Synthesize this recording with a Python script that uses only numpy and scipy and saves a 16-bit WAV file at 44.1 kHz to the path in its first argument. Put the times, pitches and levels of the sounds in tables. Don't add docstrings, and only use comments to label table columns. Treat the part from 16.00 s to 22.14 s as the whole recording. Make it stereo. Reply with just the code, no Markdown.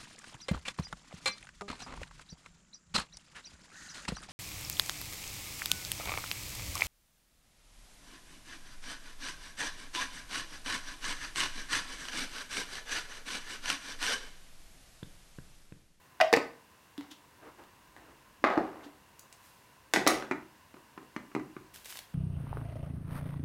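import sys
import numpy as np
from scipy import signal
from scipy.fft import rfft, irfft, next_fast_len
from scipy.io import wavfile
from scipy.ndimage import map_coordinates

SR = 44100
rng = np.random.default_rng(int(sys.argv[2]) if len(sys.argv) > 2 else 0)


def dump(signal):
    limited = np.clip(np.atleast_2d(signal).T, -1, 1)
    pcm = np.round(limited * 32767).astype(np.int16)
    wavfile.write(sys.argv[1], SR, pcm)


N = 270774


def amp(db):
    return 10 ** (np.asarray(db) / 20)


def unit(x):
    return x / np.sqrt(np.mean(x ** 2))


def unit_energy(x):
    return unit(x) / np.sqrt(x.shape[-1])


def along(points, hz):
    point_hz, value = np.transpose(points)
    return np.interp(np.log(hz + 1), np.log(point_hz + 1), value)


def fade(t, t60):
    return np.exp(-np.log(1000) * t / t60)


def swell(strokes):
    power = np.zeros(N)
    for peak_s, peak_db, rise_s, t60_s in strokes:
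        t = np.arange(N) / SR - peak_s
        gather = np.exp(-2 * (np.minimum(t, 0) / rise_s) ** 2)
        power += amp(peak_db) ** 2 * gather * fade(np.maximum(t, 0), t60_s) ** 2
    return np.sqrt(power)


def grain(depth_db, rate):
    knots = rng.standard_normal(int(N * rate / SR) + 4)
    return unit(amp(depth_db * map_coordinates(knots, [np.arange(N) * rate / SR])))


def filtered(x, response):
    n = x.shape[-1]
    padded = next_fast_len(n + SR // 10)
    spectrum = rfft(x, padded) * response(np.fft.rfftfreq(padded, 1 / SR))
    return irfft(spectrum, padded)[..., :n]


def coloured(x, level_db, size=32768):
    cepstrum = irfft(np.log(amp(level_db(np.fft.rfftfreq(size, 1 / SR)))))
    cepstrum[1:size // 2] *= 2
    cepstrum[size // 2 + 1:] = 0
    return irfft(rfft(x, size) * np.exp(rfft(cepstrum)), size)[..., :x.shape[-1]]


def noise_pair(n, alike):
    turn = lambda hz: np.arccos(np.clip(along(alike, hz), -1, 1)) / 2
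    balance = lambda hz: np.array([np.cos(turn(hz)), np.sin(turn(hz))])
    mid, side = filtered(rng.standard_normal((2, n)), balance)
    return np.array([mid + side, mid - side])


def rush(colour, alike):
    return unit(filtered(noise_pair(N, alike), lambda hz: amp(along(colour, hz))))


def add(track, start_s, sound):
    part = track[:, round(start_s * SR):][:, :sound.shape[-1]]
    part += sound[..., :part.shape[-1]]


# pitch_hz, t60_s
ROOM_DECAY = [(100, 0.44), (300, 0.36), (1000, 0.39), (2000, 0.34), (5000, 0.32), (12000, 0.27)]
# pitch_hz, likeness (1 = same)
ROOM_LIKENESS = [(200, 1), (900, 0.84), (2500, 0.56), (7000, 0.19), (15000, .15)]
# pitch_hz, level_db
WALL_COLOUR = [(120, 3.5), (300, -1), (600, 3.5), (1200, -2.5), (3000, 0), (12000, -0.5)]


def in_room(sound, wet_db, build=0.0047):
    t = np.arange(SR // 2) / SR
    hz, frames, bands = signal.stft(noise_pair(len(t), ROOM_LIKENESS), SR, nperseg=256)
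    bands = bands * fade(frames, along(ROOM_DECAY, hz)[:, None])
    bands = bands * amp(along(WALL_COLOUR, hz))[:, None]
    tail = signal.istft(bands, SR, nperseg=256)[1][:, :len(t)]
    tail = unit_energy(tail * (1 - np.exp(-(t / build) ** 2)))
    answer = signal.fftconvolve(sound.mean(0)[None], tail, axes=1)[:, :sound.shape[-1]]
    return sound + amp(wet_db) * answer


# pitch_hz, level_db, t60_s
CROCKERY_MODES = [(140.4, -14.5, 0.42), (231, -23, 0.2), (320.2, -14.5, 0.24), (396.5, -14.5, 0.11),
                  (763, -11.5, 0.4), (870, -12, 0.069), (1188, -9, 0.13), (1268, -6, 0.11),
                  (1508, -12, 0.34), (1593, -11.5, 0.25), (1850, -11, 0.28), (2003, -7, 0.077),
                  (2217, -13.5, 0.12), (2920, -8.5, .12), (3810, -11, 0.16), (4060, -13, 0.15),
                  (5300, -19, 0.092)]
# pitch_hz, likeness (1 = same)
DIRECT_LIKENESS = [(400, 1), (1500, 0.69), (6000, 0.71), (15000, 0.34)]


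def knocks(rows, colour, ring_t60, ring_db, modes_db, wet_db, contact=0.000065,
           dense_hz=650, bass_hz=450, clack_octaves=0.44, treble_hz=3200):
    track, t = np.zeros((2, N)), np.arange(SR // 2) / SR
    mode_hz, mode_db, mode_t60 = np.transpose(CROCKERY_MODES)[:, :, None]
    modes = np.sin(2 * np.pi * mode_hz * t) * fade(t, mode_t60)
    modes = modes / np.linalg.norm(modes, axis=1, keepdims=True)
    click = fade(t, contact) / fade(t, contact).sum()
    for start_s, level_db, bass_db, clack_hz, clack_db, treble_db in rows:
        crowd = filtered(noise_pair(len(t), DIRECT_LIKENESS), lambda hz: hz ** 2 / (hz ** 2 + dense_hz ** 2))
        ring = unit_energy(crowd * fade(t, ring_t60))
        tones = (amp(mode_db + rng.normal(0, 1.4, mode_db.shape)) * modes).sum(0)
        blow = click + amp(ring_db) * ring + amp(modes_db) * tones
        touch = lambda hz: (along(colour, hz)
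                            + bass_db / (1 + (hz / bass_hz) ** 4)
                            + clack_db * np.exp(-(np.log2((hz + 1) / clack_hz) / clack_octaves) ** 2)
                            + treble_db * hz ** 2 / (hz ** 2 + treble_hz ** 2))
        blow = unit_energy(coloured(blow, touch)) * np.sqrt(SR / 100)
        add(track, start_s, amp(level_db) * in_room(blow, wet_db))
    return track


def chatter(runs, gap_s=.013, slop_s=.002, scatter_db=-1, centre_hz=1820, octaves=0.59, clack_db=2):
    contacts = []
    for start_s, length_s, first_db, dying_db_per_s, bass_db, treble_db in runs:
        for k, (slop, force, spot) in enumerate(rng.standard_normal(size=(40, 3))):
            t = k * gap_s
            if t < length_s:
                contact_s = start_s + t + slop_s * slop
                level_db = first_db - dying_db_per_s * t + scatter_db * force
                clack_hz = centre_hz * 2 ** (octaves * spot)
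                contacts.append((contact_s, level_db, bass_db, clack_hz, clack_db, treble_db))
    return contacts


# pitch_hz, level_db
AIR_COLOUR = [(12, -60), (20, -46), (74, -1.5), (150, -1), (542, -5.5), (738, -6), (825, -5.5), (949, 0),
              (1330, -8.5), (1530, -4), (2460, -11.5), (2750, -6), (3070, -13), (13500, -19.5),
              (16000, -22.5)]
# pitch_hz, likeness (1 = same)
AIR_LIKENESS = [(60, 1), (300, 0.12), (1000, 0.23), (4000, 0.11)]


def ventilation(air_db=-59, whistle_hz=1020, width_hz=110, whistle_db=-68):
    resonance = lambda hz: 1 / (1 + (2 * (hz - whistle_hz) / width_hz) ** 2)
    duct = filtered(noise_pair(N, AIR_LIKENESS), resonance)
    return amp(air_db) * rush(AIR_COLOUR, AIR_LIKENESS) + amp(whistle_db) * unit(duct)


# peak_s, peak_db, rise_s, t60_s
ARM_STROKES = [(1.75, -72.5, .4, 9.9), (2.4, -72, 0.6, 2.6), (5.7, -73.5, .45, 5)]
# pitch_hz, level_db
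LOW_COLOUR = [(20, -24), (48, -12), (80, -14), (160, -21), (500, -82)]


def rumble(blows, rest_db=-83, shake_db=-28, shake_s=0.072, on_table_s=2.4):
    bass = filtered(blows.mean(0), lambda hz: 1 / (1 + (hz / 450) ** 4))
    bass = bass * (np.arange(N) / SR > on_table_s)
    memory = np.exp(-np.arange(SR // 2) / SR / shake_s)
    shake = np.sqrt(np.abs(signal.fftconvolve(bass ** 2, memory / memory.sum())[:N]))
    gain = amp(rest_db) + np.hypot(swell(ARM_STROKES), amp(shake_db) * shake)
    return gain * rush(LOW_COLOUR, [(50, 0.98)])


# start_s, level_db, extra_bass_db, clack_hz, clack_db, extra_treble_db
LID_KNOCKS = [(.2019, -27, -27, 1530, 2, -16), (.2098, -23, -14, 2530, 7, -7),
              (.2128, -24, -20, 2510, 9, 1.5), (.3282, -21.5, 3.5, 5600, 5.5, 3),
              (.3372, -18, 10.5, 1950, 8.5, 3.5), (.3638, -33, -29, 7700, 5, 10),
              (.372, -26, 5.5, 2490, 6, -19)]
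# pitch_hz, level_db
LID_TONE = [(40, -87), (100, -30.5), (200, -15.5), (300, -5.5), (480, -3), (850, -4), (1150, -7.5),
            (1900, -7), (3200, -17), (5000, -16.5), (6500, -26.5), (10000, -34), (16000, -38)]


def lid_on_bowl():
    return knocks(LID_KNOCKS, LID_TONE, ring_t60=0.027, ring_db=6, modes_db=-14, wet_db=-7)


# start_s, start_hz, end_hz, level_db, t60_s
LID_HOOTS = [(0.2024, 735, 680, -18, 0.085), (0.2133, 658, 605, -14, 0.16),
             (0.3281, 469, 441, -14.5, 0.125)]


def hoots(settle=0.084, rise=.001, wet_db=-8):
    track, t = np.zeros((2, N)), np.arange(SR // 2) / SR
    for start_s, start_hz, end_hz, level_db, t60_s in LID_HOOTS:
        hz = end_hz + (start_hz - end_hz) * np.exp(-t / settle)
        envelope = (1 - np.exp(-(t / rise) ** 2)) * fade(t, t60_s)
        tone = amp(level_db) * np.sin(2 * np.pi * np.cumsum(hz) / SR) * envelope
        add(track, start_s, in_room(np.array([tone, tone]), wet_db))
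    return track


# start_s, level_db, pitch_hz, rise_s, t60_s
BOWL_THUMPS = [(.369, -20.5, 289, 0.0011, 0.041), (.98, -32, 283.5, 0.0028, 0.11),
               (1.108, -44, 294, 0.0095, 0.092), (2.417, -46.5, 307, .01, 0.17),
               (2.574, -9, 315, 0.0036, 0.026), (2.855, -35.5, 294, 0.013, 0.038),
               (4.075, -24, 305, .0017, 0.1), (5.405, -31, 308, 0.0045, .12)]


def thumps(wet_db=-10):
    track, t = np.zeros((2, N)), np.arange(SR // 2) / SR
    for start_s, level_db, pitch_hz, rise_s, t60_s in BOWL_THUMPS:
        envelope = (1 - np.exp(-(t / rise_s) ** 2)) * fade(np.maximum(t - rise_s, 0), t60_s)
        tone = amp(level_db) * np.sin(2 * np.pi * pitch_hz * t) * envelope
        add(track, start_s, in_room(np.array([tone, tone]), wet_db))
    return track


# start_s, level_db, clack_hz, extra_treble_db
NAIL_TICKS = [(.979, -48.5, 3700, -8), (1.01, -49.5, 890, -17), (1.114, -55, 4200, -1),
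              (1.638, -62, 1500, -6), (1.965, -51.5, 1700, -19), (3.194, -50, 6560, 32),
              (3.327, -53, 7500, 2)]
# pitch_hz, level_db
SHARP_COLOUR = [(100, -12), (700, -0.5), (1500, -3), (3500, -1.5), (7000, -7), (15000, -11)]


def fingernail_ticks(clack_db=6):
    rows = [(start_s, level_db, 0, clack_hz, clack_db, treble_db)
            for start_s, level_db, clack_hz, treble_db in NAIL_TICKS]
    return knocks(rows, SHARP_COLOUR, ring_t60=0.022, ring_db=1, modes_db=-21, wet_db=-1.5)


# peak_s, peak_db, rise_s, t60_s
SKID_STROKES = [(1.119, -47.5, .01, 0.069), (2.847, -55, 0.013, 0.084)]
# pitch_hz, level_db
SKID_TONE = [(500, -27), (2500, -8), (3200, 1), (4500, -8), (6500, -14), (15000, -26)]


def finger_skid():
    return in_room(swell(SKID_STROKES) * rush(SKID_TONE, DIRECT_LIKENESS), wet_db=-5.5)


# peak_s, peak_db, rise_s, t60_s
SHUFFLE_STROKES = [(1.475, -50.5, 0.055, 0.29), (1.595, -51.5, 0.014, .4), (1.99, -59.5, 0.032, 0.86),
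                   (2.11, -58.5, 0.071, 0.38), (2.86, -55, 0.069, .3)]
# pitch_hz, level_db
SHUFFLE_TONE = [(100, -24), (300, 16), (600, 9.5), (1200, 8.5), (2000, 2), (4000, -14), (12000, -23)]


def carrying_shuffle():
    return swell(SHUFFLE_STROKES) * grain(depth_db=1, rate=180) * rush(SHUFFLE_TONE, ROOM_LIKENESS)


# start_s, level_db, extra_bass_db, clack_hz, clack_db, extra_treble_db
BOWL_KNOCKS = [(2.441, -19.5, 1.4, 1980, 3.7, -0.5), (2.5715, -32, 13.5, 600, 2.3, -20),
               (2.5765, -25, 10.7, 1080, 3, 1)]
# start_s, length_s, first_db, dying_db_per_s, extra_bass_db, extra_treble_db
BOWL_RUNS = [(2.448, .11, -29, 77, -5, -3.5), (2.6, 0.3, -45, 52, 9, 4)]
# pitch_hz, level_db
BOWL_TONE = [(40, -34), (120, -24), (240, 1), (450, 5.5), (750, 4), (1200, 1), (2100, -7.5), (2900, -17),
             (5000, -25.5), (9000, -39), (16000, -51)]


def bowl_on_table():
    rows = list(BOWL_KNOCKS) + chatter(BOWL_RUNS)
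    return knocks(rows, BOWL_TONE, ring_t60=0.029, ring_db=6, modes_db=-11.5, wet_db=-2)


# peak_s, peak_db, rise_s, t60_s
SLEEVE_STROKES = [(3.47, -61.5, 0.072, 1), (5.742, -50.5, .004, 0.53), (5.862, -48.5, .012, 0.28),
                  (5.905, -45, 0.016, 0.45), (5.975, -50, 0.022, 0.2)]
# pitch_hz, level_db
SLEEVE_TONE = [(120, -38), (200, -13), (263, -12), (353, -8), (763, -14), (899, -15), (1840, -3),
               (15100, -6.5), (16000, -39)]


def sleeve_rustle():
    cloth = rush(SLEEVE_TONE, [(300, 0.42), (3000, 0.06)])
    return swell(SLEEVE_STROKES) * grain(depth_db=2.0, rate=760) * cloth * amp([[-1], [3.4]])


# start_s, level_db, extra_bass_db, clack_hz, clack_db, extra_treble_db
SPOON_KNOCKS = [(3.937, -21, 3.5, 2000, 8.3, 2), (3.9437, -32, 16.5, 700, 2.5, 5),
                (3.961, -24, -10, 2090, 5.5, -10), (3.971, -28.5, 13, 1700, 2.8, -22),
                (4.0657, -22.5, 1, 2680, 6.1, -15.5), (4.0725, -19.5, 3, 1260, 3.1, -9),
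                (4.0762, -21.5, -9, 13100, 4.1, 19), (4.224, -37, 6.5, 1300, 2.7, -23)]
# start_s, length_s, first_db, dying_db_per_s, extra_bass_db, extra_treble_db
SPOON_RUNS = [(4.083, .12, -36, 80, 2.2, -7)]
# pitch_hz, level_db
SPOON_TONE = [(40, -57), (120, -22), (220, -3.5), (310, 0), (520, -1.5), (780, -4), (1300, -7.5),
              (2100, -7), (3100, -13.5), (5000, -14.5), (9000, -23.5), (16000, -36)]


def spoon_on_lid():
    rows = list(SPOON_KNOCKS) + chatter(SPOON_RUNS)
    return knocks(rows, SPOON_TONE, ring_t60=0.015, ring_db=10.0, modes_db=-10.5, wet_db=-2)


# start_s, level_db, extra_bass_db, clack_db, extra_treble_db
SPOON_NUDGES = [(4.312, -26.5, -4, 6, -7.5), (4.32, -33.5, -1.5, 6.5, -4), (4.742, -49, 4.5, 1, -5),
                (4.768, -51.5, 5, -8, -2), (4.977, -42.5, -8, 3.5, -18), (5.029, -51.5, -2, -15, -5),
                (5.164, -33, 5.5, 5, 2), (5.316, -55, -12, 3, -2), (5.3507, -30, 4.5, 7, 0),
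                (5.364, -31, 4, -18, -22), (5.396, -43.5, 2, 8, -4), (5.566, -39.5, 9, 4, -15)]
# pitch_hz, level_db
NUDGE_TONE = [(40, -50), (90, -22), (140, -4.5), (280, 5.5), (380, 5.5), (480, -6.5), (750, -12),
              (1200, -4), (1700, -15), (2400, -13), (3100, -25), (7000, -30.5), (16000, -58)]


def spoon_nudges(clack_hz=2060):
    rows = [(start_s, level_db, bass_db, clack_hz, clack_db, treble_db)
            for start_s, level_db, bass_db, clack_db, treble_db in SPOON_NUDGES]
    return knocks(rows, NUDGE_TONE, ring_t60=0.031, ring_db=7, modes_db=-14.5, wet_db=-6)


# start_s, level_db, extra_treble_db
FOLD_SNAPS = [(5.76, -50, 5), (5.846, -52.5, 13), (5.858, -48.5, -5), (5.925, -48.5, -11),
              (5.956, -50.5, -15), (5.972, -45.5, -1), (5.9901, -43.5, 4)]


def sleeve_snaps(clack_hz=3800, clack_db=2.5):
    rows = [(start_s, level_db, 0, clack_hz, clack_db, treble_db)
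            for start_s, level_db, treble_db in FOLD_SNAPS]
    snaps = knocks(rows, SHARP_COLOUR, ring_t60=0.015, ring_db=11, modes_db=-38, wet_db=-5)
    return snaps * amp([[-1], [1]])


# pitch_hz, left_minus_right_db
STEREO_LEAN = [(300, 0), (800, 1.6), (2000, -1.5), (4000, -0.2), (12000, -0.7)]


def crockery():
    blows = lid_on_bowl() + fingernail_ticks() + bowl_on_table() + spoon_on_lid() + spoon_nudges()
    return filtered(blows, lambda hz: amp(np.outer([.5, -.5], along(STEREO_LEAN, hz))))


def scene():
    handling = finger_skid() + carrying_shuffle() + sleeve_rustle() + sleeve_snaps()
    bowl_air = hoots() + thumps()
    blows = crockery()
    return ventilation() + handling + bowl_air + blows + rumble(blows)


def record(dry, top_hz=16100):
    return filtered(dry, lambda hz: hz < top_hz)


dry = scene()
out = record(dry)
dump(out)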